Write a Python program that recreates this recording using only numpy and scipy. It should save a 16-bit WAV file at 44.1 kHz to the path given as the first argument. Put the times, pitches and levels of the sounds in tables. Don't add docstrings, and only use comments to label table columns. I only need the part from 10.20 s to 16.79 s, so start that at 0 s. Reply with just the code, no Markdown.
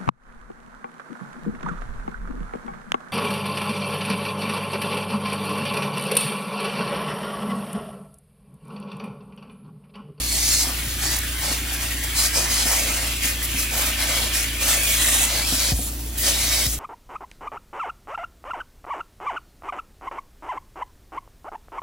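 import sys
import numpy as np
from scipy import signal
from scipy.io import wavfile
from scipy.ndimage import uniform_filter1d

SR = 44100
rng = np.random.default_rng(int(sys.argv[2]) if len(sys.argv) > 2 else 0)


def output_pcm(signal):
    pcm = np.clip(np.atleast_2d(signal).T, -1, 1) * 32767
    wavfile.write(sys.argv[1], SR, np.round(pcm).astype(np.int16))


N = 290619
SIZE, HOP = 1024, 256
TIME = np.arange(N) / SR
BINS = np.fft.rfftfreq(SIZE, 1 / SR)[:, None]
FRAMES = np.arange(-(-N // HOP) + 1) * HOP / SR

# t/s, f/Hz
SHAFT_SPEED = [(0.0, 28.8), (0.68, 29.3), (1.93, 29.1), (2.57, 28), (3.14, 28.8), (4.46, 28), (6.59, 29.4)]
# multiple of the shaft speed, relative level/dB
SHAFT_ORDERS = [(2, 0), (3, -16), (4, -16), (5, -19.5), (6, -36), (7, -28), (8, -25.5), (9, -22),
                (10, -18.5), (11, -28.5), (12, -25)]
# t/s, f/Hz
TURBINE_PITCH = [(0, 306), (1, 306), (1.5, 313), (2, 310), (2.5, 317), (3, 303), (3.7, 316.5), (4.3, 313),
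                 (5, 310.6), (5.7, 303), (6.2, 312), (6.59, 304)]
# t/s, relative level/dB, amplitude factor of the thud
SEAT_BLOWS = [(.47, -25, .1), (.668, -37, 3.6), (1.31, -25, .1), (2.455, -20.5, .1), (2.682, -28, .1),
              (3.047, -24.5, .1), (3.346, -24, .1), (4.016, -30, .1), (5.323, -17.5, 0.093),
              (5.519, -20, 2.03), (5.589, -19, .2), (6.463, -32.5, 3.6)]
# f/Hz, relative level/dB, T60/s
WAND_MODES = [(196, -3.5, 0.072), (261.5, -0.5, 0.081), (306, -11, 0.035), (482, -8.5, 0.038),
              (720, -5, 0.037)]
# t/s, relative level/dB, duration/s
WATER_SPITS = [(0.911, -31, 0.012), (0.96, -28, .013), (0.985, -28, .01), (1.525, -34, 0.032),
               (1.834, -29, 0.017), (2.31, -33, .022), (3.22, -30, 0.048), (3.567, -29, .035),
               (3.608, -30, 0.02), (3.656, -29, 0.022), (5.966, -28.5, 0.082), (6.454, -29, 0.019)]
# f/Hz, relative level/dB
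RUMBLE_SPECTRUM = [(24, -30), (42, -5), (90, 4.5), (140, -9), (200, -2), (290, -3.5), (420, -8.5),
                   (700, -16), (1300, -22), (3000, -18.5), (9000, -30), (16000, -28.5)]
JET_SPECTRUM = [(1200, -23), (2900, -2.5), (3700, -1), (4200, 0.5), (7000, 0), (8500, 0), (11000, -0.5),
                (12400, -9), (16000, -12)]
MIST_SPECTRUM = [(1500, -24), (3500, -7.5), (7000, -1), (9500, -3), (11000, 4), (12600, 0.5), (14000, 2),
                 (16000, 1)]
HEAD_SPECTRUM = [(600, -41), (1050, -6.5), (1350, -6.5), (1580, -1), (2000, -1), (2400, 0.5), (2850, 0.5),
                 (3250, 1), (4500, -10.5), (8000, -51)]
SLURP_SPECTRUM = [(100, -18), (200, -1), (330, -2), (430, -4), (560, 1.5), (740, 0), (900, 0), (1300, 2),
                  (2000, -10.5), (4000, -19)]
# f/Hz, coherence in phase, coherence with left a quarter cycle ahead, left minus right/dB
STEREO_FIELD = [(60, 1, 0, 0), (200, .98, -.08, 1.2), (300, .95, .05, 2.6), (450, .38, -.6, 0),
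                (690, .8, -.3, -5), (880, -.15, -.1, -8.5), (1150, .05, .72, -3.5), (1500, .85, .22, 1.5),
                (2100, .97, .05, -.6), (2850, 0, .1, 0), (3950, .65, .1, 0), (5000, .25, -.15, 1),
                (6000, .28, -.75, .4), (11000, .2, -.76, 0), (15500, -.07, -.75, 0)]
# t/s, lowest mode f/Hz, tightness of the seal (0-1)
SLOT_SEAL = [(0, 2170, 0.9), (.44, 2130, 0.3), (.52, 1710, 0), (1.9, 1960, 0), (2.87, 2153, 0.4),
             (2.97, 2560, 0.8), (3.1, 2180, .1), (4.35, 2278, 0.24), (4.5, 2000, 0.9), (4.66, 2380, 0.7),
             (4.8, 1930, 1.0), (4.97, 1964, 1.0), (5.21, 2100, 0.9), (5.3, 2946, 1), (5.42, 2145, .6),
             (5.8, 2700, 0), (6.0, 1922, 1.0), (6.45, 1950, 0.8)]
# t/s, f/Hz
FOAM_POCKET = [(1.3, 780), (2.2, 885), (2.55, 684), (3.6, 586), (4.9, 646), (6.3, 639)]
# t/s, level/dB
HEAD_DRAW = [(0, -38.5), (1.0, -34), (2.2, -34), (2.6, -31.5), (3.0, -33.5), (3.04, -29), (3.16, -34),
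             (3.85, -29.5), (4.35, -32), (4.65, -28.5), (5.15, -32), (5.35, -35), (6.3, -32.5)]
# t/s, duration/s, jet level/dB, mist level/dB, foam level/dB, swell/dB, jet f/Hz
LIP_STROKES = [(0.0, 0.43, -24, -36, -48, 11, 5400), (.44, 0.061, -33, -42, -37.5, 0, 5400),
               (0.682, .06, -35.5, -45, -55, 0, 5600), (0.817, 0.15, -27, -42, -40.5, -3, 5300),
               (1.22, .13, -28.5, -42, -39, -2, 5340), (1.61, 0.082, -33, -41, -45.5, -4, 5800),
               (1.956, 0.11, -21, -31, -37.5, 1, 5700), (2.143, 0.077, -21.5, -38, -33, -2.5, 5800),
               (2.228, .06, -29, -45, -37, 0, 5500), (2.298, 0.13, -23, -44, -41, -1, 5100),
               (2.454, .18, -24, -31.5, -34, -4.5, 6600), (2.656, .23, -29, -40, -38.5, -1, 5730),
               (3.023, 0.087, -28, -32, -44.5, -4.5, 6700), (3.378, .055, -27, -30.5, -45, -4, 6500),
               (3.518, .18, -29.5, -34, -35, -1, 6000), (3.784, 0.29, -27.5, -37, -36.5, -1, 4630),
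               (4.135, 0.094, -25.5, -32, -43.5, -3.5, 6500), (4.405, 0.17, -24, -31, -35, 2.5, 6370),
               (4.59, 0.19, -26.5, -29, -43, 2, 7400), (4.786, 0.27, -21.5, -31, -37.5, 1, 8500),
               (5.072, 0.19, -27, -47, -37.5, 0, 4500), (5.251, .26, -25, -34.5, -39, 2, 4600),
               (5.55, 0.14, -31.5, -37.5, -47.5, -2, 9900), (6.033, 0.081, -22, -35, -36, -3, 6080),
               (6.125, 0.34, -24.5, -34, -40.5, 2, 4900), (6.48, 0.063, -30.5, -37, -56.5, 0, 8000)]
# t/s, duration/s
TOOL_LIFTS = [(5.531, 0.4), (6.475, .3)]


def amp(db):
    return 10 ** (np.asarray(db) / 20)


def unit(x):
    return x / np.sqrt(np.mean(x ** 2) + 1e-20)


def follow(rows, t):
    times, *columns = np.transpose(rows)
    return [np.interp(t, times, column) for column in columns]


def colour(rows):
    hz, *columns = np.transpose(rows)
    return [np.interp(np.log(BINS + 1), np.log(hz), column) for column in columns]


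def drift(top_hz):
    rates = top_hz * np.geomspace(1 / 8, 1, num=16)[:, None]
    return unit(np.sin(2 * np.pi * (rates * FRAMES + rng.random(rates.shape))).sum(0))


def wobble(top_hz):
    return np.interp(TIME, FRAMES, drift(top_hz))


def peak(centre_hz, octaves):
    return np.exp(-(np.log2((BINS + 1) / centre_hz) / octaves) ** 2 / 2)


def add(mix, start, sound):
    part = mix[..., max(round(start * SR), 0):][..., :sound.shape[-1]]
    part += sound[..., :part.shape[-1]]


def turbulence(drops_per_s, drop_share):
    air = rng.standard_normal((2, N))
    sizes = amp(4 * np.minimum(rng.exponential(1, (2, N)), 4))
    drops = rng.choice([-1, 1], (2, N)) * sizes * (rng.random((2, N)) < drops_per_s / SR)
    return np.sqrt(1 - drop_share) * air + np.sqrt(drop_share) * unit(drops)


def radiate(drive, shape_db, level_db, patchy_db):
    left, independent = signal.stft(drive, nperseg=SIZE, noverlap=SIZE - HOP)[2]
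    patches = uniform_filter1d(rng.standard_normal(left.shape), size=7, axis=0)
    patches = unit(uniform_filter1d(patches, size=14, axis=1))
    shape = amp(shape_db + patchy_db * patches)
    shape = shape / np.sqrt(np.mean(shape ** 2, axis=0)) * amp(level_db)
    in_phase, ahead, side_db = colour(STEREO_FIELD)
    coherence = in_phase - 1j * ahead
    right = coherence * left + np.sqrt(np.maximum(1 - abs(coherence) ** 2, 0)) * independent
    pair = np.array([left * amp(side_db / 2), right * amp(-side_db / 2)])
    return signal.istft(pair * shape, nperseg=SIZE, noverlap=SIZE - HOP)[1][:, :N]


def motor():
    turns = np.cumsum(follow(SHAFT_SPEED, TIME)[0]) / SR
    hum = np.zeros(N)
    for order, db in SHAFT_ORDERS:
        waver_db = 0.3 if order == 2 else 2.2
        hum += amp(db + waver_db * wobble(top_hz=7)) * np.sin(2 * np.pi * (order * turns + rng.random()))
    turbine_cycles = np.cumsum(follow(TURBINE_PITCH, TIME)[0]) / SR
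    turbine = amp(-51.5 + 2.4 * wobble(top_hz=8.1)) * np.sin(2 * np.pi * turbine_cycles)
    rumble_shape = colour(RUMBLE_SPECTRUM)[0]
    rumble = radiate(turbulence(500, drop_share=0), rumble_shape, level_db=-40.5, patchy_db=1.6)
    return amp(-28) * hum + turbine + rumble


def bumps():
    knocks, t = np.zeros(N), np.arange(SR // 4) / SR
    ring = sum(amp(db - 60 * t / t60) * np.sin(2 * np.pi * hz * t) for hz, db, t60 in WAND_MODES)
    thud_hz = 50 + 160 * np.exp(-t / 0.0105)
    thud = np.sin(2 * np.pi * np.cumsum(thud_hz) / SR) * np.exp(-t / 0.034)
    onset = 1 - np.exp(-t / 0.0029)
    for start, db, thud_gain in SEAT_BLOWS:
        add(knocks, start, amp(db) * (ring + thud_gain * thud) * onset)
    return knocks * amp([[0.6], [-0.6]])


def spits():
    envelope = np.zeros(N)
    for start, db, length in WATER_SPITS:
        add(envelope, start, amp(db) * signal.windows.tukey(round(length * SR), 0.5))
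    spray = turbulence(5300, drop_share=0.3)
    return envelope * radiate(spray, colour(MIST_SPECTRUM)[0], level_db=6.5, patchy_db=2.0)


def seat_echo(depth_db, delay_ms, sway):
    delay = delay_ms / 1000 * (1 + sway * drift(top_hz=1.5))
    return depth_db * np.cos(2 * np.pi * BINS * delay)


def gesture(start, length, attack_s, release_s):
    rise = np.clip((FRAMES - start) / attack_s + 0.5, 0, 1)
    return rise * np.exp(-np.maximum(FRAMES - start - length, 0) / release_s)


def flow():
    lifted = sum(gesture(*lift, attack_s=0.02, release_s=0.041) for lift in TOOL_LIFTS)
    idle_jet_power = amp(-34 - 9.5 * lifted) ** 2
    jet_power = idle_jet_power.copy()
    mist_power = amp(-37.5 - 4 * lifted) ** 2
    foam_power = amp(-47 - 5.5 * lifted) ** 2
    weighted_hz = jet_power * 5800
    for start, length, jet_db, mist_db, foam_db, swell_db, hz in LIP_STROKES:
        along = np.clip((FRAMES - start) / length, 0, 1)
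        arch_db = 1.5 * (np.sin(np.pi * along) - 2 / np.pi)
        contact = gesture(start, length, attack_s=0.036, release_s=0.026)
        press = contact * amp(swell_db * (along - 0.5) + arch_db)
        jet_power += (press * amp(jet_db)) ** 2
        mist_power += (press * amp(mist_db)) ** 2
        foam_power += (press * amp(foam_db)) ** 2
        weighted_hz += (press * amp(jet_db)) ** 2 * hz
    jet_db, mist_db, foam_db = 10 * np.log10([jet_power, mist_power, foam_power])
    effort_db = 10 * np.log10(jet_power / idle_jet_power)
    head_db = follow(HEAD_DRAW, FRAMES)[0] + 0.2314 * effort_db - 17.5 * lifted
    return jet_db, mist_db, head_db, foam_db, weighted_hz / jet_power, effort_db


def nozzle():
    jet_db, mist_db, head_db, foam_db, jet_hz, effort_db = flow()
    slot_hz, seal = follow(SLOT_SEAL, FRAMES)
    pocket_hz, = follow(FOAM_POCKET, FRAMES)
    modes = sum(peak(k * slot_hz, octaves=0.097 / k) / np.sqrt(k) for k in range(1, 5))
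    ripple = seal * (5.9 * modes - 4 * peak(0.75 * slot_hz, octaves=0.37))
    ripple += seat_echo(depth_db=1.2, delay_ms=1.313, sway=0.143)
    ripple += seat_echo(depth_db=2.8, delay_ms=3.6, sway=0.1004)
    focus = 0.34 * effort_db * (peak(jet_hz, octaves=0.37) - peak(0.56 * jet_hz, octaves=0.25))
    jet_shape = colour(JET_SPECTRUM)[0] + focus + ripple
    mist_shape = colour(MIST_SPECTRUM)[0] + 0.82 * ripple
    brightening = 3 * seal * peak(3500, octaves=0.23)
    head_shape = colour(HEAD_SPECTRUM)[0] + 3 * peak(slot_hz, octaves=0.31)
    head_shape += brightening + 0.5 * focus + ripple
    slurp_shape = colour(SLURP_SPECTRUM)[0] + 4 * peak(pocket_hz, octaves=0.26)
    jet = radiate(turbulence(5000, drop_share=0.31), jet_shape, jet_db + 1.36, patchy_db=2.0)
    mist = radiate(turbulence(3500, drop_share=0.4), mist_shape, mist_db + 6.5, patchy_db=2.0)
    head = radiate(turbulence(1500, drop_share=0.17), head_shape, head_db + 1, patchy_db=2.5)
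    slurp = radiate(turbulence(400, drop_share=0.4), slurp_shape, foam_db + 2.5, patchy_db=3.0)
    slow_flutter_db = 0.83 * wobble(top_hz=20)
    fast_flutter_db = 0.42 * unit(uniform_filter1d(rng.standard_normal(N), size=160))
    return (jet + mist + head + slurp) * amp(slow_flutter_db + fast_flutter_db)


def scene():
    return motor() + nozzle() + spits() + bumps()


def record(dry):
    low_pass = signal.firwin(1023, cutoff=15900, window=("kaiser", 9), fs=SR)
    return signal.oaconvolve(dry, low_pass[None], "same")


dry = scene()
out = record(dry)
output_pcm(out)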